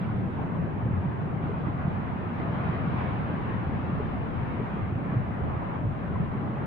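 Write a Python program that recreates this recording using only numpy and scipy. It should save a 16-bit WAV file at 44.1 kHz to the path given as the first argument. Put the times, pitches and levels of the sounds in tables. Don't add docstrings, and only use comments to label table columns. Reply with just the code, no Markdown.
import sys
import numpy as np
from scipy import signal
from scipy.fft import rfft, irfft, next_fast_len
from scipy.io import wavfile
from scipy.ndimage import uniform_filter1d, map_coordinates

SR = 44100
rng = np.random.default_rng(int(sys.argv[2]) if len(sys.argv) > 2 else 0)


def generate_wav(sig):
    pcm = np.round(np.clip(np.atleast_2d(sig).T, -1, 1) * 32767).astype(np.int16)
    wavfile.write(sys.argv[1], SR, pcm)


N = 293706

# (time [s], level [dB], pitch [Hz], left-right [dB])
BURST_EVENTS = [(0.1, -26.5, 118, -2), (0.142, -24.5, 109, 3), (0.178, -22, 166, 6), (0.238, -24, 184, 12),
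                (0.252, -22.5, 171, 4), (0.534, -24, 202, 1), (0.603, -29, 150, 1), (0.637, -21.5, 127, 3),
                (0.854, -20, 135, -3.5), (0.885, -20, 170, -4), (0.908, -21.5, 180, 2),
                (0.932, -22, 112, 3), (0.952, -27.5, 110, 1), (0.976, -21, 108, 1.5),
                (1.055, -19.5, 165, -6), (1.435, -21, 137, 0), (1.668, -22, 155, -10),
                (1.851, -20.5, 143, -2), (1.878, -19.5, 163, -3), (1.742, -23.5, 150, -1),
                (1.997, -25, 170, -7), (2.018, -24.5, 171, -1), (2.158, -24, 224, 1), (2.459, -28, 131, 4),
                (2.495, -22.5, 139, -3), (2.571, -25.5, 186, -4), (2.599, -21, 143, 0),
                (2.656, -21.5, 174, 3), (2.69, -19.5, 167, -8), (2.871, -20.5, 166, -3),
                (2.939, -24, 198, -6), (2.974, -27, 130, 4), (3.191, -24, 137, 0), (3.245, -23, 142, 1),
                (3.425, -23.5, 126, 1), (3.895, -21.5, 204, -2), (3.929, -20.5, 174, 0),
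                (4.371, -24, 104, 2), (4.425, -25, 121, 4), (4.473, -29, 111, -8), (4.54, -23, 215, 5),
                (4.593, -26, 152, 4), (4.613, -25, 205, -1), (4.736, -20, 180, 1), (4.824, -22, 104, 3.5),
                (4.92, -22, 117, -3), (4.955, -22, 131, -2), (5.09, -22, 165, -2), (5.123, -21, 180, -2),
                (5.166, -20, 120, -2), (5.416, -24, 94, -0.5), (5.565, -24.5, 131, -4),
                (5.761, -24.5, 133, 0), (5.81, -28, 130, 0), (5.851, -24, 109, -1), (5.868, -24, 108, -1),
                (5.887, -21, 151, 0.5), (5.908, -28, 125, 5), (6.155, -22.5, 150, -3), (6.17, -21, 133, -4),
                (6.349, -22.5, 210, 0), (6.395, -30, 149, -1), (6.494, -24, 152, 3), (6.585, -23.5, 132, 1)]


def amp(db):
    return 10 ** (np.asarray(db) / 20)


def unit(x):
    return x / np.sqrt(np.mean(x ** 2) + 1e-20)


def curves(rows):
    times_s, *columns = np.transpose(rows)
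    return [np.interp(np.arange(N) / SR, times_s, column) for column in columns]


def wobble(rate_hz):
    knots = rng.standard_normal(int(N * rate_hz / SR) + 4)
    return map_coordinates(knots, [np.arange(N) * rate_hz / SR])


def filtered(x, response):
    size = next_fast_len(N + SR // 2)
    return irfft(rfft(x, size) * response(np.fft.rfftfreq(size, 1 / SR)), size)[..., :N]


def stereo_noise(spectrum, correlation, patchy_db, lumps=1, left_lag_s=0):
    cells = signal.stft(lumps * rng.standard_normal((2, N)), nperseg=1024)[2]
    patches = uniform_filter1d(rng.standard_normal(cells.shape[1:]), size=4, axis=0)
    patches = uniform_filter1d(patches, size=5, axis=1)
    pair = signal.istft(cells * amp(patchy_db * unit(patches)), nperseg=1024)[1][:, :N]
    knots_hz, knots_db = np.transpose(spectrum)
    mid, side = filtered(pair, lambda hz: amp(np.interp(np.log(hz + 1), np.log(knots_hz + 1), knots_db)))
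    width_rad = np.arccos(np.clip(correlation, 0, 1)) / 2
    mid, side = np.cos(width_rad) * mid, np.sin(width_rad) * side
    stereo = np.array([mid + side, mid - side])
    delay_s = np.array([[left_lag_s], [-left_lag_s]]) / 2
    return unit(filtered(stereo, lambda hz: np.exp(-2j * np.pi * hz * delay_s)))


def rumble():
    # (time [s], level [dB], upper-band lift [dB])
    activity = [(0, -28, -1), (0.1, -30, -0.5), (0.25, -30.5, 3.5), (0.33, -33, 2), (0.42, -30, 4),
                (0.47, -33, 4.5), (0.62, -28.5, 1.5), (0.74, -31.5, 0.5), (0.82, -29, -0.5),
                (0.92, -27, -2), (1.05, -30.5, 0), (1.2, -31.5, 1), (1.35, -29.5, 0.5), (1.5, -30.5, -1),
                (1.62, -31, 0), (1.8, -31, -1), (1.9, -28.5, -2.5), (2.05, -30.5, -1), (2.2, -30.5, 1),
                (2.34, -35.5, 4.5), (2.45, -29.5, 2.5), (2.55, -33.5, 6), (2.68, -33, 5), (2.78, -31, 3),
                (2.95, -29.5, 2), (3.15, -29, 0), (3.35, -31, 2.5), (3.5, -28, -0.5), (3.62, -30.5, 0),
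                (3.9, -30, 1), (4.1, -31, 0.5), (4.28, -33, 4), (4.42, -32.5, 2.5), (4.58, -34, 5),
                (4.7, -30.5, -0.5), (4.87, -33.5, 2), (5.0, -34, 5), (5.22, -28.5, -1.5),
                (5.36, -32.5, -0.5), (5.46, -29.5, 1), (5.6, -32, 0), (5.72, -35, 3), (5.87, -29.5, 0.5),
                (5.97, -35.5, 4), (6.08, -30, -1), (6.17, -28.5, 1.5), (6.27, -30, 0), (6.335, -31.5, 0),
                (6.45, -31.5, 3), (6.55, -33.5, 2), (6.66, -28, -3)]
    # (time [s], deep-band lift [dB])
    deep_swell = [(0, -11), (0.3, 0), (0.8, -5), (1.1, -5), (1.45, -2), (1.8, -0.5), (2.1, -3.5),
                  (2.8, 0.5), (3.1, 2), (3.35, 2.5), (3.6, 1), (3.9, 2.5), (4.2, 6), (4.9, -0.5), (5.1, 0),
                  (5.5, 4), (5.9, 4.5), (6.15, 1), (6.66, -2.5)]
    # (frequency [Hz], relative density [dB])
    body_spectrum = [(30, -47), (50, -19.5), (70, -4.5), (105, -0.5), (170, -2), (230, -6.5), (320, -13),
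                     (500, -19.5), (800, -23), (1500, -73.5), (4000, -120)]
    # (frequency [Hz], relative density [dB])
    tremor_spectrum = [(8, -1.5), (20, 15.5), (30, 15.5), (40, 14.5), (60, -1), (100, -44.5), (400, -120)]
    level_db, upper_db = curves(activity)
    deep_db, = curves(deep_swell)
    lumps = amp(0.3 * wobble(40) + 0.2 * wobble(5))
    body = stereo_noise(body_spectrum, correlation=0.5, patchy_db=0.74, lumps=lumps)
    upper = filtered(body, lambda hz: 1 / (1 + (170 / (hz + 1)) ** 4))
    deep = filtered(body, lambda hz: 1 / (1 + (hz / 82) ** 8))
    churn = body + (amp(upper_db) - 1) * upper + (amp(deep_db) - 1) * deep
    tremor = stereo_noise(tremor_spectrum, correlation=0.96, patchy_db=2.5, lumps=amp(2.3 * wobble(4)))
    dip_db, half_width_s = -2, 0.011
    t = np.arange(N) / SR
    dips = sum(np.exp(-((t - start_s - 1 / hz) / half_width_s) ** 2) for start_s, _, hz, _ in BURST_EVENTS)
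    return amp(level_db + dip_db * np.minimum(dips, 1)) * churn + amp(-53.5 + 0.59 * deep_db) * tremor


def gas_roar():
    # (time [s], level [dB], treble lift [dB], further top lift [dB], left-right [dB])
    swell = [(0, -41.5, 3, 2.5, -1), (0.45, -41.5, 1.5, -1, -0.5), (0.9, -41, 0.5, -0.5, -1),
             (1.3, -42.5, 2, -1, -0.5), (1.7, -38, -2, 3.5, -0.2), (2.0, -39, 0.5, 0, -0.8),
             (2.35, -38.5, 0.5, 1, 0.5), (2.6, -36, 0.5, 0.5, -0.2), (2.9, -36.5, 3, 0.3, 0),
             (3.2, -37, 3.5, .8, -0.5), (3.5, -37, 2, -1.3, .3), (3.7, -38, 0.5, 1.5, .3),
             (4.15, -39.5, 3.5, 0.5, 0.5), (4.6, -39.5, 3, -0.5, .3), (4.95, -41, 4.5, -3, -0.3),
             (5.3, -40.5, 2, -2, 0), (5.65, -39, -1.5, 0.5, 0), (6.0, -42.5, 2.5, -1.5, 0),
             (6.35, -41, 0, 1.5, .3), (6.66, -40.5, -1, 2.5, -1)]
    # (time [s], lift [dB])
    low_swell = [(0, -1), (.6, -0.2), (1.2, 1), (1.8, -1.5), (2.4, -1.5), (3.0, -2), (3.6, -1.5),
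                 (4.2, 1.2), (4.8, 1.3), (5.4, 1.6), (6.0, 1), (6.66, -1)]
    # (peak time [s], rise [dB], half width [s], treble's share of the rise [ratio])
    surges = [(0.474, 2, 0.093, .3), (1.043, 0, 0.025, 2.5), (1.46, 3, 0.045, .8), (1.67, 5, 0.026, .4),
              (1.823, 2, .03, .3), (2.404, 1.5, 0.028, 1.2), (2.692, 0.5, .07, .9), (3.008, 4, 0.036, .6),
              (3.208, 0.5, .04, 0.37), (3.365, 0, 0.034, 0.35), (4.58, 0, 0.04, .3), (5.136, 3, 0.029, .3),
              (5.293, 1, .035, .3), (5.545, 2.5, 0.056, .3), (5.626, 0.5, 0.02, .3), (5.76, 3.5, 0.043, .3),
              (6.176, 3, 0.04, .3), (6.598, 2.5, 0.06, .3)]
    # (frequency [Hz], relative density [dB])
    spectrum = [(100, -17.5), (300, -6.5), (450, -3), (600, 0.5), (750, 1.5), (1000, 2.5), (1200, 0),
                (1400, -3.5), (2000, -10), (2600, -16), (3200, -22.5), (4100, -33.5), (4250, -37.5),
                (5300, -44.5), (5600, -62), (7000, -110)]
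    swell_db, treble_db, top_db, pan_db = curves(swell)
    low_db, = curves(low_swell)
    t = np.arange(N) / SR
    for peak_s, rise_db, half_width_s, treble_share in surges:
        surge_db = rise_db * np.exp(-((t - peak_s) / half_width_s) ** 2)
        swell_db += surge_db
        treble_db -= (1 - treble_share) * surge_db
    lumps = amp(0.24 * wobble(25))
    jet = stereo_noise(spectrum, correlation=0.14, patchy_db=1.43, lumps=lumps, left_lag_s=0.000502)
    low = filtered(jet, lambda hz: 1 / (1 + (hz / 850) ** 6))
    treble = filtered(jet, lambda hz: 1 / (1 + (1800 / (hz + 1)) ** 4))
    top = filtered(jet, lambda hz: 1 / (1 + (3400 / (hz + 1)) ** 8))
    roar = jet + (amp(low_db) - 1) * low + (amp(treble_db) - 1) * treble
    roar += amp(treble_db) * (amp(top_db) - 1) * top
    return amp(swell_db + 0.73 * wobble(7.7) + np.array([pan_db, -pan_db]) / 2) * roar


def microphone_hiss():
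    # (frequency [Hz], relative density [dB])
    spectrum = [(4000, -14), (5500, -1.5), (8500, -3), (11000, -7), (15000, -12), (16000, -15.5)]
    return amp(-83.5) * stereo_noise(spectrum, correlation=0.66, patchy_db=3.3) * amp([[0.7], [-0.7]])


def pops(events, rise_cycles, glide, rise_exponent=0):
    out = np.zeros((2, N + SR))
    t = np.arange(SR // 8) / SR
    for start_s, level_db, pitch_hz, pan_db in events:
        cycles = pitch_hz * t
        peak_cycles = rise_cycles * (pitch_hz / 300) ** rise_exponent
        envelope = cycles / peak_cycles * np.exp(1 - cycles / peak_cycles)
        phase_cycles = cycles * (1 + glide * (cycles - 2 * peak_cycles)) + rng.uniform()
        gains = amp(level_db + np.array([[pan_db], [-pan_db]]) / 2)
        start = round(start_s * SR)
        out[:, start:start + len(t)] += gains * envelope * np.sin(2 * np.pi * phase_cycles)
    return out[:, :N]


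def bursts():
    return pops(BURST_EVENTS, rise_cycles=0.66, glide=-0.033)


def gulps():
    # (time [s], level [dB], pitch [Hz], left-right [dB])
    pockets = [(0.212, -35, 374, 2), (0.391, -27, 810, 5), (0.644, -33.5, 361, 1), (0.86, -29, 520, -3),
               (1.458, -27, 303, -3), (1.492, -27, 420, 0), (1.508, -29, 420, 1), (1.682, -25, 286, -1.5),
               (2.397, -28, 300, -6), (2.467, -32, 302, 3.5), (2.736, -30.5, 350, 8), (3.103, -29, 281, -4),
               (3.502, -35, 316, .5), (3.63, -32.5, 320, 11), (3.692, -26.5, 270, -1),
               (3.929, -35, 357, -1.5), (3.999, -23.5, 422, -1), (4.54, -33.5, 333, 5),
               (4.582, -37, 414, 9), (4.598, -25.5, 410, 6), (4.765, -30.5, 380, -4), (4.92, -31, 344, -4),
               (5.135, -25, 280, 3), (5.278, -41, 307, -1), (5.401, -31, 413, -1), (5.737, -30, 790, -5),
               (6.156, -26, 1020, -3), (6.35, -29, 378, -4), (6.43, -28.5, 293, 1), (6.495, -28, 306, 1),
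               (6.569, -29.5, 820, -2)]
    return pops(pockets, rise_cycles=1.05, glide=0.0019, rise_exponent=0.8)


def air_path(x, corner_hz=1200):
    return filtered(x, lambda hz: 1 / (1 + 1j * hz / corner_hz) ** 3)


def scene():
    far_pops = air_path(bursts() + gulps())
    return (rumble() + gas_roar() + far_pops) * amp([[0.4], [-0.4]])


def record(dry):
    limit_hz = 15720
    return filtered(dry + microphone_hiss(), lambda hz: hz < limit_hz)


dry = scene()
out = record(dry)
generate_wav(out)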